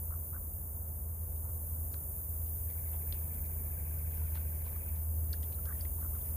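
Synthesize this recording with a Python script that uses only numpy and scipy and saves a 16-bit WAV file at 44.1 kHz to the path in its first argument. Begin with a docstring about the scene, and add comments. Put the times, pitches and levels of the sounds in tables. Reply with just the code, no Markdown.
"""Ducks dabble on a still pond. From the start something like a far engine drones over a low rumble,
and a thin hiss, like insects in the reeds, comes from the right. A duck mutters in soft pulses through
its throat; then drops and splashes tick and plop as trapped bubbles ring, and stirred water crackles.
From 2.7 s to 5 s a songbird trills in the trees to the right, repeating one whistled note.
Near the end the drops fall thickest and the duck mutters again."""
import sys
import numpy as np
from scipy import signal
from scipy.fft import rfft, irfft
from scipy.io import wavfile

SR = 44100
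rng = np.random.default_rng(int(sys.argv[2]) if len(sys.argv) > 2 else 0)


def wav_out(sig):
    """Save sig, one row per channel (or a flat mono array), as 16-bit PCM at SR to the path in sys.argv[1]."""
    wavfile.write(sys.argv[1], SR, np.round(np.clip(np.atleast_2d(sig).T, -1, 1) * 32767).astype(np.int16))


N = 280476
TIME = np.arange(N) / SR
BIN_HZ = np.maximum(np.arange(N // 2 + 1) * SR / N, 1)

# Drops falling from bills and feathers. Each row: start in seconds, level in dB, starting pitch in Hz,
# ring length in cycles, pitch rise as a share, lag of the right side in ms.
FALLING_DROPS = [(1.3635, -66.5, 3700, 50, .05, 0), (1.9164, -61.5, 4850, 44, .1, 0),
                 (1.9296, -49, 6900, 44, 0, 0), (1.9429, -48, 1350, 4, .2, 0),
                 (2.8887, -62, 4150, 36, .15, 0), (3.1245, -37, 2200, 14, 1.7, .16),
                 (3.9848, -58.5, 4750, 44, .15, 0), (4.3728, -51, 1430, 44, .12, 0),
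                 (4.6652, -51.5, 920, 12, .25, 0), (4.7595, -53.5, 1080, 20, .15, 0),
                 (5.3304, -37, 3950, 40, .42, .02), (5.3359, -48.5, 1350, 36, .5, 0),
                 (5.4305, -56.5, 1980, 50, .05, 0), (5.4400, -54, 3100, 40, .35, .02),
                 (5.5265, -56, 3750, 36, .3, 0), (5.5445, -55.5, 4000, 44, .05, 0),
                 (5.587, -55.5, 1300, 44, .05, 0), (5.7235, -51, 1720, 44, .18, 0),
                 (5.7503, -56, 1800, 44, .1, 0), (5.8096, -42, 4750, 44, 0, .03),
                 (5.8188, -54, 4650, 44, .05, .03), (5.8505, -49, 1900, 44, .22, 0),
                 (5.9857, -52, 830, 12, .25, 0), (6.1515, -56, 1380, 30, .1, 0),
                 (6.2135, -59, 3360, 44, .1, 0)]
# A bill, head or foot strikes the water. Each row: time in seconds, slap level in dB, spray level in dB,
# spray rise and decay in seconds, centre frequency in Hz, lag of the right side in ms.
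SURFACE_STRIKES = [(1.3637, -65, -78, .01, .01, 3400, 0), (1.9418, -43, -65, .016, .017, 5200, .03),
                   (2.4663, -63, -72, .015, .04, 3900, 0), (2.7013, -60, -69, .01, .035, 4600, 0),
                   (2.938, -62, -64.5, .025, .028, 2400, 0), (3.1248, -41, -64.5, .002, .04, 3500, .06),
                   (3.342, -62, -68, .01, .012, 3200, 0), (3.458, -57, -66, .008, .01, 5000, 0),
                   (4.12, -66, -70.5, .025, .02, 2900, 0), (4.3535, -45.5, -58.5, .01, .026, 3100, .02),
                   (4.6656, -58, -65, .035, .03, 3300, 0), (4.9585, -62, -68, .006, .014, 4900, 0),
                   (5.43, -48, -63, .004, .014, 3700, .02), (5.5259, -57, -66, .012, .012, 3400, 0),
                   (5.655, -47, -60, .003, .007, 4800, 0), (5.797, -61, -65, .05, .03, 2300, 0),
                   (5.8505, -53, -63, .003, .012, 2700, 0), (6.152, -58, -68, .003, .008, 2700, 0)]
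# Water welling up around a duck. Each row: time of the crest in seconds, level in dB,
# rise and decay in seconds, centre frequency in Hz.
WELLINGS = [(1.47, -64, .1, 0.062, 890), (2.95, -59, 0.034, 0.019, 800), (4.22, -65.5, .05, 0.037, 1190),
            (4.357, -59.5, .008, 0.028, 1200)]
# Water stirred by feet and bills. Each row: time in seconds, relative level in dB.
STIR_LEVEL = [(0, -97), (2.2, -83), (2.55, -75), (3.8, -74), (4.3, -69.5), (4.7, -71), (5.15, -76),
              (5.5, -72), (5.8, -72), (6.05, -72.5), (6.36, -70.5)]
# The colour of its crackle. Each row: frequency in Hz, relative level in dB.
CRACKLE_SPECTRUM = [(1400, 3), (2500, 6.5), (4000, -2), (5600, 7.5)]
# The duck's rattling calls. Each row: start and length in seconds, level in dB,
# throat resonance near mid-call in Hz, slur between pulses from 0 to 1.
DUCK_CALLS = [(.105, .06, -60.5, 1430, .15), (.328, .06, -59, 1480, .15), (5.655, .078, -57.5, 1660, .45),
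              (6.012, .062, -62, 1460, .3), (6.132, .044, -64.5, 1480, .2)]
# One bird note, a low lead-in and a quick downward slur.
# Each row: time from mid-note in seconds, pitch in Hz, relative level in dB.
BIRD_NOTE = [(-.028, 1660, -22), (-.021, 1620, -2.5), (-.014, 1570, -3), (-.0125, 1500, -30),
             (-.012, 2780, -30), (-.008, 2550, 0), (0, 2280, 4), (.005, 2030, 1), (.009, 1700, -5),
             (.014, 1500, -22)]
# Spectrum of the high hiss as heard, with a dip near 12 kHz and an uneven top.
# Each row: frequency in Hz, spectral density in dB.
HEARD_HISS_SPECTRUM = [(4500, -135), (5700, -113), (6500, -101), (7500, -98.5), (8700, -88), (10300, -86),
                       (12200, -89.5), (13200, -77), (14000, -79.5), (15000, -77.5), (15700, -99)]
# Its strength and brightness. Each row: time in seconds, gain in dB, tilt towards the top in dB.
HISS_COURSE = [(0, 0, .3), (1.15, -2.5, -1.2), (1.55, -.2, -1.6), (2.5, 1.3, .9), (3.5, .8, 0),
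               (3.8, -.3, -.6), (5.1, -.5, .8), (6.1, 1.6, -.6)]
# Its direction. Each row: frequency in Hz, lag of the right side in ms (negative means earlier).
HISS_DELAY = [(8000, -.297), (12000, -.291), (15700, -.285)]
# The far engine. Each row: time in seconds, relative level in dB.
ENGINE_LEVEL = [(0, -39.5), (.6, -46), (.85, -41.5), (1.45, -39.5), (2.18, -44.5), (2.35, -38.5),
                (3.35, -41), (4.3, -36), (4.85, -40), (5.1, -34), (5.5, -38.5), (6.36, -41)]
# A fainter hum that swells and recedes. Each row: time in seconds, relative level in dB.
HUM_LEVEL = [(0, -66), (2.1, -61.5), (4.1, -55), (6.36, -72)]
# Distant rumble and open air. Each row: frequency in Hz, spectral density in dB.
AIR_SPECTRUM = [(12, -103), (25, -90), (40, -70.5), (49, -64.5), (62, -60.5), (90, -64.5), (125, -76),
                (200, -80), (290, -87), (560, -86), (1000, -93.5), (2000, -108), (3500, -118.5),
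                (7000, -122)]
# Its slow swell. Each row: time in seconds, gain in dB.
AIR_GAIN = [(0, 0.5), (.7, -1), (1.5, 0.5), (2, 1), (2.6, -0.5), (3.3, 1.5), (4.1, 1), (4.8, 1), (5.5, 1),
            (6.36, 2)]
# The likeness of its two sides. Each row: frequency in Hz, correlation from 0 to 1.
AIR_COHERENCE = [(45, .985), (80, .96), (130, .92), (290, .65), (640, .12), (1400, 0), (6000, .1)]
# Its balance. Each row: frequency in Hz, left minus right in dB.
AIR_PAN = [(100, 0), (200, 1.8), (700, 2.5), (1300, 1.2), (6000, 1)]

DUCKS_PAN_DB = 2.5  # left minus right


def drops():
    """Drop impact: each drop leaves a bubble ringing and throws up a short, fine spray."""
    out = np.zeros((2, N))
    for start, db, hz, cycles, rise, lag_ms in FALLING_DROPS:
        add(out, start, from_db(db) * place(impact(hz, cycles, rise), DUCKS_PAN_DB, lag_ms))
        add(out, start, from_db(db - 25) * spray(hz, rise_s=.002, decay_s=.022))
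    return out + from_db(-17) * scatter(out, t60=.08)


def impact(hz, cycles, rise, splat_s=.0022):
    """Air entrainment: a drop lands with a splat of noise and traps a bubble, which rings."""
    t = np.arange(SR // 10) / SR
    splat = band(rng.standard_normal(len(t)) * np.exp(-t / splat_s), hz * .85, hz * 1.55)
    ring = bubble(hz, t60=cycles / hz, attack_s=3 / hz, rise=rise)
    return peak_one(ring + from_db(-7) * peak_one(splat))


def bubble(hz, t60, attack_s, rise):
    """Damped resonance: trapped air rings, its pitch climbing by the share `rise` as it dies."""
    t = np.arange(SR // 10) / SR
    pitch = hz * (1 + rise * (1 - np.exp(-3 * t / t60)))
    envelope = (1 - np.exp(-(t / attack_s) ** 2)) * from_db(-60 * t / t60)
    return peak_one(envelope) * sine(pitch)


def slaps(crack_s=.0011, thud_s=.0015):
    """Impulsive excitation: struck water cracks and thuds, and the pocket opened in it rings."""
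    out, t = np.zeros((2, N)), np.arange(SR // 10) / SR
    for start, db, _, _, _, hz, lag_ms in SURFACE_STRIKES:
        crack = band(rng.choice([-1, 1], len(t)) * np.exp(-t / crack_s), hz * .52, hz * 2)
        thud = band(rng.choice([-1, 1], len(t)) * np.exp(-t / thud_s), hz * .24, hz * .65)
        pocket = bubble(hz * .85, t60=12 / hz, attack_s=1 / hz, rise=.3)
        snap = peak_one(crack) + from_db(-8) * peak_one(thud) + from_db(-6) * pocket
        add(out, start, from_db(db) * place(peak_one(snap), DUCKS_PAN_DB, lag_ms))
    return out + from_db(-13) * scatter(out, t60=.12)


def splashes():
    """Sheet break-up: thrown water parts into spray that is thickest at the slap."""
    out = np.zeros((2, N))
    for crest, _, db, rise_s, decay_s, hz, _ in SURFACE_STRIKES:
        add(out, crest - rise_s, from_db(db - 1) * spray(hz, rise_s, decay_s))
    return out + from_db(-9) * scatter(out, t60=.06)


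def sloshes():
    """Displacement: water pushed aside by a duck wells up and settles in a gurgle of larger bubbles."""
    out = np.zeros((2, N))
    for crest, db, rise_s, decay_s, hz in WELLINGS:
        add(out, crest - rise_s, from_db(db) * spray(hz, rise_s, decay_s))
    return out + from_db(-6) * scatter(out, t60=.1)


def spray(hz, rise_s, decay_s, bands=6, half_width=1 / 7):
    """Superposition: droplets ringing over an octave around hz merge into a burst that swells and dies."""
    t = np.arange(int((rise_s + 5 * decay_s) * SR)) / SR
    clicks = fizz(len(t), per_s=1800, size_spread_db=2.5)
    band_of_click = rng.integers(0, bands, len(t))
    droplets = np.zeros((2, len(t)))
    for k, pitch in enumerate(hz * 2 ** np.linspace(-.5, .5, bands)):
        ring = band(clicks * (band_of_click == k), pitch * (1 - half_width), pitch * (1 + half_width))
        droplets += ring / np.sqrt(pitch)
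    return rms_one(droplets) * np.minimum(t / rise_s, np.exp((rise_s - t) / decay_s))


def crackle(bands=20, half_width=1 / 8):
    """Bubble resonance: stirred water keeps up a fine crackle of many pitches."""
    stir_db, = in_time(STIR_LEVEL)
    clicks = fizz(N, per_s=2200, size_spread_db=1.6)
    band_of_click = rng.integers(0, bands, N)
    out = np.zeros((2, N))
    for k, hz in enumerate(np.geomspace(1400, 5600, bands)):
        ring = band(clicks * (band_of_click == k), hz * (1 - half_width), hz * (1 + half_width))
        out += from_db(at_hz(CRACKLE_SPECTRUM, hz)) * rms_one(ring)
    out += from_db(-3) * scatter(out, t60=.1)
    lapping_db = 1.6 * drift(8)
    return from_db(stir_db - 1 + lapping_db) * rms_one(out)


def fizz(length, per_s, size_spread_db):
    """A Poisson process: tiny bubbles collapse independently, uneven in size and in direction."""
    sizes = from_db(size_spread_db * np.minimum(rng.exponential(1, length), 4))
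    signs = rng.choice([-1, 1], length)
    collapses = rng.random(length) < per_s / SR
    side_db = rng.normal(0, 2.5, length)
    return sizes * signs * collapses * from_db([side_db, -side_db])


def duck(pulses_per_s=60, lower_share=.78, rasp=.06):
    """Amplitude modulation: pulses flutter two rough throat tones that arch as the bill opens and shuts."""
    out = np.zeros(N)
    waver = 1 + rasp * np.array([drift(200), drift(200)])
    effort = from_db(2 * drift(50))
    for start, length, db, open_hz, slur in DUCK_CALLS:
        t = np.arange(int(length * SR)) / SR
        progress, first = t / length, int(start * SR)
        span = slice(first, first + len(t))
        hz = open_hz * np.interp(progress, [0, .25, .55, 1], [.8, 1, .97, .8])
        upper, lower = sine(hz * [[1], [lower_share]] * waver[:, span])
        breath = rms_one(band(rng.standard_normal(len(t)), open_hz * .7, open_hz * 1.15))
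        voice = upper + from_db(-3) * lower + from_db(-13) * breath
        pulses = slur + (1 - slur) * np.cos(np.pi * (t - .003) * pulses_per_s) ** 4
        arch = np.sin(np.pi * progress) ** .4
        add(out, start, from_db(db) * rms_one(voice * pulses * arch * effort[span]))
    return out + from_db(-16) * scatter(out, t60=.12)


def songbird(start_s=2.6976, notes=33, beat_s=.06775, swell_db_per_s=.8):
    """Frequency modulation: a gliding whistle repeats in a quickening trill, smeared by the trees."""
    note_s, note_hz, note_db = np.transpose(BIRD_NOTE)
    t = np.arange(note_s[0], note_s[-1], 1 / SR)
    contour_hz, contour_db = np.interp(t, note_s, note_hz), np.interp(t, note_s, note_db)
    lead_in = t < note_s[np.argmax(note_hz)]
    out, now = np.zeros(N), start_s
    for k in range(notes):
        detune = np.where(lead_in, rng.normal(0, .035), rng.normal(0, .028))
        effort_db = -59.5 + swell_db_per_s * (now - start_s) + rng.normal(0, 2)
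        add(out, now + note_s[0], from_db(effort_db + contour_db) * sine(contour_hz * (1 + detune)))
        now += beat_s + .0161 * np.exp(-k / 4.6)  # slow at first, settling to an even beat
    # Trees near the bird answer from its own direction, the far banks from all around.
    near = out + from_db(-4) * scatter(out, t60=.4)[0]
    return place(near, pan_db=0, lag_ms=-.205) + from_db(-6.5) * scatter(out, t60=.5)


def high_hiss(split_hz=12000):
    """Localisation by time difference: a smooth, very high hiss reaches the right side first."""
    swell_db, tilt_db = in_time(HISS_COURSE)
    source = noise_bins(HEARD_HISS_SPECTRUM)
    top_share = 1 / (1 + (split_hz / BIN_HZ) ** 10)
    lower = irfft(source * (1 - top_share), N) * from_db(-tilt_db / 2)
    upper = irfft(source * top_share, N) * from_db(tilt_db / 2)
    direct = place(lower + upper, pan_db=0, lag_ms=at_hz(HISS_DELAY, BIN_HZ))
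    diffuse = np.array([irfft(noise_bins(HEARD_HISS_SPECTRUM), N) for _ in range(2)])
    return from_db(swell_db) * (direct + from_db(-10) * diffuse)


def motor(levels, start_hz, glide_hz_per_s, gain_db):
    """Attenuation with distance: of a far motor only the fundamental carries, gliding steadily."""
    db, = in_time(levels)
    return np.sqrt(2) * from_db(db + gain_db) * sine(start_hz + glide_hz_per_s * TIME)


def air():
    """A diffuse field: outdoor noise is alike on both sides in the bass and unrelated higher up."""
    coherence, sides = at_hz(AIR_COHERENCE, BIN_HZ), np.array([[1], [-1]])
    common = np.sqrt((1 + coherence) / 2) * noise_bins(AIR_SPECTRUM)
    opposed = sides * np.sqrt((1 - coherence) / 2) * noise_bins(AIR_SPECTRUM)
    balance = from_db(sides * at_hz(AIR_PAN, BIN_HZ) / 2)
    swell_db, = in_time(AIR_GAIN)
    return from_db(swell_db) * irfft((common + opposed) * balance, N)


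def scatter(x, t60):
    """Reverberation: diffuse echoes from boat, banks and trees fall by 60 dB in t60 seconds."""
    t = np.arange(SR) / SR
    tail = rng.standard_normal((2, SR)) * from_db(-60 * t / t60) * (1 - np.exp(-t / .004))
    tail /= np.sqrt(np.sum(tail ** 2, axis=1, keepdims=True))
    return signal.fftconvolve(np.atleast_2d(x), tail, axes=1)[:, :N]


def place(x, pan_db, lag_ms):
    """Binaural cues: the left side is louder by pan_db and the right side later by lag_ms."""
    hz = np.arange(len(x) // 2 + 1) * SR / len(x)
    delayed = irfft(rfft(x) * np.exp(-2j * np.pi * hz * lag_ms / 1000), len(x))
    return np.array([x * from_db(pan_db / 2), delayed * from_db(-pan_db / 2)])


def noise_bins(density):
    """Spectral shaping: the Fourier bins of a noise with the given density in dB."""
    return rfft(rng.standard_normal(N)) * np.sqrt(SR / 2) * from_db(at_hz(density, BIN_HZ))


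def drift(corner_hz):
    """Random fluctuation: low-passed noise of unit power."""
    return rms_one(irfft(rfft(rng.standard_normal(N)) / (1 + (BIN_HZ / corner_hz) ** 2), N))


def sine(hz):
    """Oscillation: phase is the running integral of frequency."""
    return np.sin(2 * np.pi * np.cumsum(hz, axis=-1) / SR)


def band(x, low_hz, high_hz):
    """Band-pass filtering with gentle slopes."""
    return signal.sosfilt(signal.butter(2, [low_hz, high_hz], "band", fs=SR, output="sos"), x + 1e-18)


def add(out, start_s, sound):
    """Superposition of a short sound on the mix."""
    first = max(round(start_s * SR), 0)
    out[..., first:first + sound.shape[-1]] += sound[..., :max(N - first, 0)]


def in_time(rows):
    """Linear interpolation of each column at every sample."""
    seconds, *columns = np.transpose(rows)
    return [np.interp(TIME, seconds, column) for column in columns]


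def at_hz(rows, hz):
    """Interpolation on a logarithmic frequency axis."""
    row_hz, values = np.transpose(rows)
    return np.interp(np.log(hz), np.log(row_hz), values)


def from_db(db):
    """Amplitude ratio of a level in decibels."""
    return 10 ** (np.asarray(db) / 20)


def rms_one(x):
    """Normalisation to unit power."""
    return x / np.sqrt(np.mean(x ** 2) + 1e-20)


def peak_one(x):
    """Normalisation to unit peak."""
    return x / np.abs(x).max()


def scene():
    """Superposition: the pond in front, the bird and the distant noises add as pressures."""
    engine = motor(ENGINE_LEVEL, start_hz=80.68, glide_hz_per_s=-.4, gain_db=-.2)
    hum = motor(HUM_LEVEL, start_hz=145.6, glide_hz_per_s=.8, gain_db=-1.5)
    water = drops() + slaps() + splashes() + sloshes() + crackle()
    background = air() + high_hiss() + engine + hum
    return water + duck() + songbird() + background


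def record(dry, cutoff_hz=15650):
    """Band limiting: a steep low-pass filter removes the highest treble."""
    return signal.sosfilt(signal.ellip(12, .1, 80, cutoff_hz, fs=SR, output="sos"), dry)


dry = scene()
out = record(dry)
wav_out(out)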